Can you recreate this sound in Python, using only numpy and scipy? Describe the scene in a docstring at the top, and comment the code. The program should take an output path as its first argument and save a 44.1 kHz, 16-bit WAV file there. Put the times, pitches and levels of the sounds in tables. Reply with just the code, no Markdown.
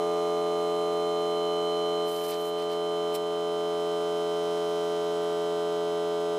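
"""A hum of about 86 strokes a second: a small cordless piston compressor fills a tyre on a concrete
driveway, in open air, slightly right of the microphone. Its metal parts sing and rattle, air rushes
through its valves, and it slows a little and grows harsher as the tank pressure rises.
From about 2 s air hisses as the hose chuck is handled at the tyre valve, then spits once;
the recorder's gain ducks under the escaping air."""
import sys
import numpy as np
from scipy import signal
from scipy.fft import rfft, irfft
from scipy.io import wavfile
from scipy.ndimage import uniform_filter1d

SR = 44100
rng = np.random.default_rng(int(sys.argv[2]) if len(sys.argv) > 2 else 0)


def persist_wave(psi):
    """Save psi, clipped to +-1, as 16-bit WAV."""
    counts = np.round(np.clip(psi, -1, 1) * 32767).astype(np.int16)
    wavfile.write(sys.argv[1], SR, np.atleast_2d(counts).T)


N = 281358
TIME = np.arange(N) / SR
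START_HZ = 85.95  # strokes a second at first

# strong low orders of the stroke: (multiple of crank speed, light-load level [dB], heavy-load level [dB])
STROKE_ORDERS = [(1, -37, -37), (2, -18, -18), (3, -19, -20), (3.5, -26, -29), (4, -10, -11),
                 (4.5, -35, -39), (5, 0, 0), (5.5, -20, -23), (6, -34, -33), (6.5, -25, -27), (7, -6, -7),
                 (8, -8, -9), (9, -12, -16), (10, -18, -20), (11, -20, -19), (12, -17, -19), (13, -25, -26),
                 (14, -11, -17), (15, -29, -28), (16, -27, -23), (17, -33, -32), (18, -37, -24),
                 (19, -35, -34)]
# high orders that casing and tank radiate well:
# (multiple of crank speed, light-load level [dB], heavy-load level [dB])
RADIATED_ORDERS = [(23, -34, -31), (25, -30, -40), (26, -37, -35), (29, -35, -40), (31, -42, -37),
                   (33, -42, -34), (34, -35, -44), (37, -44, -29), (38, -46, -29), (39, -39, -32),
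                   (40, -34, -35), (41, -36, -36), (42, -41, -33), (44, -39, -37), (45, -45, -30),
                   (46, -35, -37), (47, -28, -38), (49, -34, -31), (57, -39, -45), (58, -46, -34),
                   (59, -45, -38), (61, -40, -34), (71, -51, -41), (72, -41, -50), (73, -39, -44),
                   (74, -42, -45), (77, -44, -38), (90, -44, -42)]
# orders that swell as they pass through a metal resonance:
# (multiple of crank speed, peak time [s], level against the hum [dB], rise [s], fall [s])
SINGING_ORDERS = [(35, 0.68, -23.5, 0.71, 0.15), (35, 1.54, -16, 0.14, 0.52), (36, 1.92, -12.6, 0.72, 1.75),
                  (48, 1.76, -20.3, 0.8, 0.8)]


def from_db(db):
    """Decibels to gain."""
    return 10 ** (np.asarray(db) / 20)


def at_hz(points, hz, column=1):
    """One column of a spectrum, read on a log-frequency axis."""
    points = np.array(points)
    return np.interp(np.log(np.maximum(hz, 1)), np.log(points[:, 0]), points[:, column])


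def drift(rate_hz):
    """Smooth random wavering with spread 1, mostly slower than rate_hz."""
    pole = np.exp(-80 * np.pi * rate_hz / SR)
    slow = signal.lfilter([1], [1, -2 * pole, pole * pole], rng.standard_normal(N // 40 + 2002))[2000:]
    return np.interp(np.arange(N) / 40, np.arange(len(slow)), slow / slow.std())


def coloured(x, spectrum):
    """Filter a sound by a table of (frequency [Hz], gain [dB])."""
    return irfft(rfft(x) * from_db(at_hz(spectrum, np.arange(N // 2 + 1) * SR / N)), N)


def crank(wobble, jitter_s, sag_hz=1.4, sag_s=10.8):
    """Turns of the crank: it slows as pressure builds, wavers, and strokes come a little early or late."""
    speed = START_HZ - sag_hz * (1 - np.exp(-TIME / sag_s))
    return np.cumsum(speed * (1 + wobble * drift(3.5))) / SR + speed * jitter_s * drift(52)


def stroke_cycle(lines, turns, size=16384):
    """Play complex rms strengths of orders 0, 1/2, 1, .. 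as a cycle two strokes long."""
    cycle = irfft(lines, size) * size / np.sqrt(2)
    return np.interp(turns / 2 % 1 * size, np.arange(size + 1), np.append(cycle, cycle[0]))


def order_gains(orders, hz, column):
    """Strength of the pump's orders at one load (column 1 light, 2 heavy), without the singing ones."""
    # rattle of piston and gears: (frequency [Hz], light-load level [dB], heavy-load level [dB])
    rattle = [(1840, -41, -43.5), (2430, -55, -50), (3000, -40, -32), (3940, -55, -47), (4400, -55, -46.5),
              (5330, -44.5, -41.5), (6700, -46, -47), (7100, -45, -49), (8100, -51.5, -46),
              (9200, -49.5, -59), (9800, -52, -52), (11600, -58, -59), (13400, -59, -65), (14800, -80, -73)]
    # half orders, as every other stroke differs a little: (frequency [Hz], level [dB])
    uneven_strokes = [(43, -66), (130, -50), (215, -42.5), (600, -46), (1100, -39), (1700, -50.5),
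                      (2400, -46), (3200, -50), (5000, -57.5), (8000, -66), (15000, -60)]
    db = np.where(orders % 1, at_hz(uneven_strokes, hz), at_hz(rattle, hz, column))
    for row in STROKE_ORDERS + RADIATED_ORDERS:
        db[round(2 * row[0])] = row[column]
    sings = np.isin(orders, [row[0] for row in SINGING_ORDERS])
    return from_db(db) * (orders > 0) * ~sings


def pump(turns, scatter_db, wander, intake_hz, smear, rattle_hz, rocking_db, side_db, count=360):
    """Each stroke is a sharp gulp of air in the low orders and a spread of small contacts higher up."""
    light_until_s, heavy_from_s = 1.28, 4.86
    orders = np.arange(count) / 2
    hz = np.maximum(orders * START_HZ, 1)
    light, heavy = order_gains(orders, hz, column=1), order_gains(orders, hz, column=2)
    half = orders % 1 > 0
    weak = ~np.isin(orders, [row[0] for row in STROKE_ORDERS + RADIATED_ORDERS])
    loose = 1 / (1 + (rattle_hz / hz) ** 8)  # 0 in the hum, 1 in the rattle
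    # suction is a pressure dip: orders near the intake resonance fall in step, the rattle does not
    lag = smear * np.log(hz / intake_hz) ** 2
    phase = np.pi - lag + np.where(half, 1, loose) * rng.uniform(-np.pi, np.pi, count)
    # the many modes of the casing favour some of the weak orders over their neighbours
    scatter = from_db(scatter_db * loose * weak * np.clip(rng.standard_normal((2, count)), -2, 1.5))
    # the pump rocks on its feet every second stroke, which lifts the half orders
    rocking = from_db(rocking_db * half * (1 - loose))
    voicing = scatter * rocking * np.exp(1j * phase)
    load = np.clip((TIME - light_until_s) / (heavy_from_s - light_until_s), 0, 1)
    hum = (1 - load) * stroke_cycle(light * voicing[0], turns)
    hum += load * stroke_cycle(heavy * voicing[1], turns)
    # the contacts shift slowly, so the weak high orders wander in strength
    rattle = loose * np.sqrt(light * heavy) * np.exp(2j * np.pi * rng.random((4, count)))
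    shifting = wander * sum(drift(0.59) * stroke_cycle(weak * lines, turns) for lines in rattle[1:])
    # reflections from car and ground reach the two sides of the microphone differently
    side = from_db(side_db) * stroke_cycle(rattle[0], turns)
    return hum + shifting + np.array([side, -side])


def singing_metal(turns, flutter_db):
    """Metal parts ring as single orders drift through their resonances; neighbours beat once a stroke."""
    gains = {}
    for order, peak_s, db, rise_s, fall_s in SINGING_ORDERS:
        # 3 dB down rise_s before the peak and fall_s after it
        swell = 1 / np.hypot(1, (TIME - peak_s) / np.where(TIME < peak_s, rise_s, fall_s))
        gains[order] = np.maximum(gains.get(order, 0), from_db(db) * swell)
    ringing = np.zeros(N)
    for order, gain in gains.items():
        flutter = from_db(flutter_db * drift(25))
        ringing += np.sqrt(2) * gain * flutter * np.sin(2 * np.pi * (order * turns + rng.random()))
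    return ringing


def turbulence(spectrum, side_db, ripple_db, ripple_hz=170):
    """Air noise with a fine random ripple in its treble; near rms 1 and much alike on both sides."""
    hz = np.arange(ripple_hz, SR / 2, ripple_hz)
    ripple = ripple_db * np.minimum(hz / 5000, 1) * np.clip(rng.standard_normal(len(hz)), -2, 1.2)
    air = coloured(rng.standard_normal((2, N)), spectrum)
    mid, side = coloured(air, np.column_stack([hz, ripple]))
    return (mid + from_db(side_db) * np.array([side, -side])) / mid.std()


def intake_rush(turns, level_db, pulsing_db):
    """Air noise, coloured by the pump head, swells several times in each stroke as the valves flap."""
    # air rushing through intake and valves: (frequency [Hz], relative level [dB])
    rush_colour = [(30, -112), (150, -86.5), (420, -78.5), (850, -81.5), (1200, -78.5), (1750, -90),
                   (2500, -93.5), (3100, -88), (4100, -88.5), (4500, -94.5), (7000, -99), (9200, -101),
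                   (11500, -104), (15000, -113)]
    # treble resonances of the pump head: (frequency [Hz], width [Hz], lift [dB])
    head_modes = [(5300, 410, 5), (6540, 310, 9.5), (7770, 510, 9.5), (8540, 350, 8), (9930, 700, 9.5),
                  (11600, 500, 8.5), (12600, 340, 3), (13700, 440, 7)]
    hz = np.geomspace(20, SR / 2, 600)
    head_db = sum(db / (1 + (2 * (hz - centre) / width) ** 2) for centre, width, db in head_modes)
    air = turbulence(np.column_stack([hz, at_hz(rush_colour, hz) + head_db]), side_db=-14, ripple_db=3)
    flaps = np.zeros(14, complex)
    flaps[2::2] = np.exp(2j * np.pi * rng.random(6))  # whole orders 1 to 6
    swell = stroke_cycle(flaps, turns)
    return from_db(level_db + pulsing_db * swell / swell.std()) * air


def puff(start_s, hold_s, attack_s, release_s):
    """Envelope of escaping air: it grows until start_s, holds at 1 and dies away."""
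    before_s, after_s = np.maximum(start_s - TIME, 0), np.maximum(TIME - start_s - hold_s, 0)
    return np.exp(-before_s / attack_s - after_s / release_s)


def jet(flow, colour, sputter_db, grain_db):
    """Escaping air, grainy and sputtering as the seal shifts."""
    unsteady = from_db(sputter_db * drift(43) + grain_db * drift(250))
    return flow * unsteady * turbulence(colour, side_db=-13, ripple_db=-1.0)


def chuck_leaks():
    """Air slips past the chuck as a thin hiss and a full gush; the widest opening rules at each moment."""
    # shifts of the chuck: (time [s], hold [s], hiss level [dB], gush level [dB])
    shifts = [(2.088, 0.025, -45, -53.5), (2.13, 0.09, -47.5, -51), (2.24, 0.02, -44.5, -47),
              (2.288, 0.03, -42.5, -47), (2.325, 0.012, -49, -43), (2.367, 0.077, -52, -61),
              (2.455, 0.03, -48.5, -54), (2.587, 0.035, -62, -50.5), (2.705, 0.03, -61.5, -55)]
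    # jet from a thin gap: (frequency [Hz], relative level [dB])
    hiss_colour = [(1000, -18), (4000, -6), (7000, -2.5), (9500, 0.5), (12300, 1.5), (15000, -2.5)]
    # jet from a wide gap: (frequency [Hz], relative level [dB])
    gush_colour = [(700, -21), (1700, 4), (2600, 4), (3800, 5), (5400, 2), (6500, -5), (10000, -8),
                   (15000, -19)]
    flows = [from_db([[hiss_db], [gush_db]]) * puff(start_s, hold_s, attack_s=0.016, release_s=0.022)
             for start_s, hold_s, hiss_db, gush_db in shifts]
    hiss_flow, gush_flow = np.max(flows, axis=0)
    hiss = jet(hiss_flow, hiss_colour, sputter_db=1.8, grain_db=0.8)
    gush = jet(gush_flow, gush_colour, sputter_db=2.5, grain_db=-3.0)
    return hiss + gush


def valve_spit():
    """One short spit of air from the tyre valve."""
    # jet from the valve: (frequency [Hz], relative level [dB])
    spit_colour = [(900, -14), (1750, 0), (2600, -0.5), (4200, 4), (5050, -2), (5450, 4.5), (6000, -9.5),
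                   (7900, 2.5), (8700, -3), (9600, 2), (11000, -2), (12300, -0.5), (15000, -5)]
    flow = from_db(-36.5) * puff(start_s=3.153, hold_s=0.003, attack_s=0.008, release_s=0.01)
    return jet(flow, spit_colour, sputter_db=2.0, grain_db=2.5)


def scene():
    """Compressor and escaping air on the open driveway, slightly right of the microphone."""
    # stereo balance at the microphone: (frequency [Hz], left minus right [dB])
    balance = [(100, 1), (400, 0), (700, 1), (1200, -2.5), (2400, -4), (4400, -2.5), (8000, -1.5),
               (15000, -1)]
    hum_db, early_db, settle_s = -30.0, 1.2, 0.8  # the pump is a little louder at first and settles
    turns = crank(wobble=0.00016, jitter_s=4e-6)
    machine = pump(turns, scatter_db=1.0, wander=0.33, intake_hz=434.6, smear=3.92,
                   rattle_hz=764, rocking_db=0.5, side_db=-16.5)
    machine += singing_metal(turns, flutter_db=0.72)
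    machine += intake_rush(turns, level_db=-20.5, pulsing_db=2.0)  # level against the hum
    machine *= from_db(hum_db + early_db * np.exp(-TIME / settle_s))
    left, right = machine + chuck_leaks() + valve_spit()
    return np.array([coloured(left, [(hz, db / 2) for hz, db in balance]),
                     coloured(right, [(hz, -db / 2) for hz, db in balance])])


def gain_control(x, treble_hz, threshold_db, most_db, knee_db, attack_s, release_s):
    """Loud treble turns the whole sound down a little; the gain creeps back afterwards."""
    treble = signal.sosfilt(signal.butter(4, treble_hz, "high", fs=SR, output="sos"), x.mean(axis=0))
    treble_db = 10 * np.log10(uniform_filter1d(treble ** 2, 441) + 1e-18)  # power over 10 ms
    over_db = np.maximum(treble_db - threshold_db, 0)
    pole, fading = np.exp(-1 / (attack_s * SR)), np.exp(-TIME / release_s)
    cut_db = signal.lfilter([1 - pole], [1, -pole], most_db * np.tanh(over_db / knee_db))
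    held_db = np.maximum.accumulate(cut_db / fading) * fading
    return x * from_db(-held_db)


def record(dry):
    """The recorder's gain ducks under each hiss, and the top is cut steeply at 15.4 kHz."""
    ducked = gain_control(dry, treble_hz=9000, threshold_db=-58.0, most_db=2.6, knee_db=5.0,
                          attack_s=0.027, release_s=0.42)
    return signal.sosfilt(signal.ellip(12, 0.1, 90, 15400, fs=SR, output="sos"), ducked)


dry = scene()
out = record(dry)
persist_wave(out)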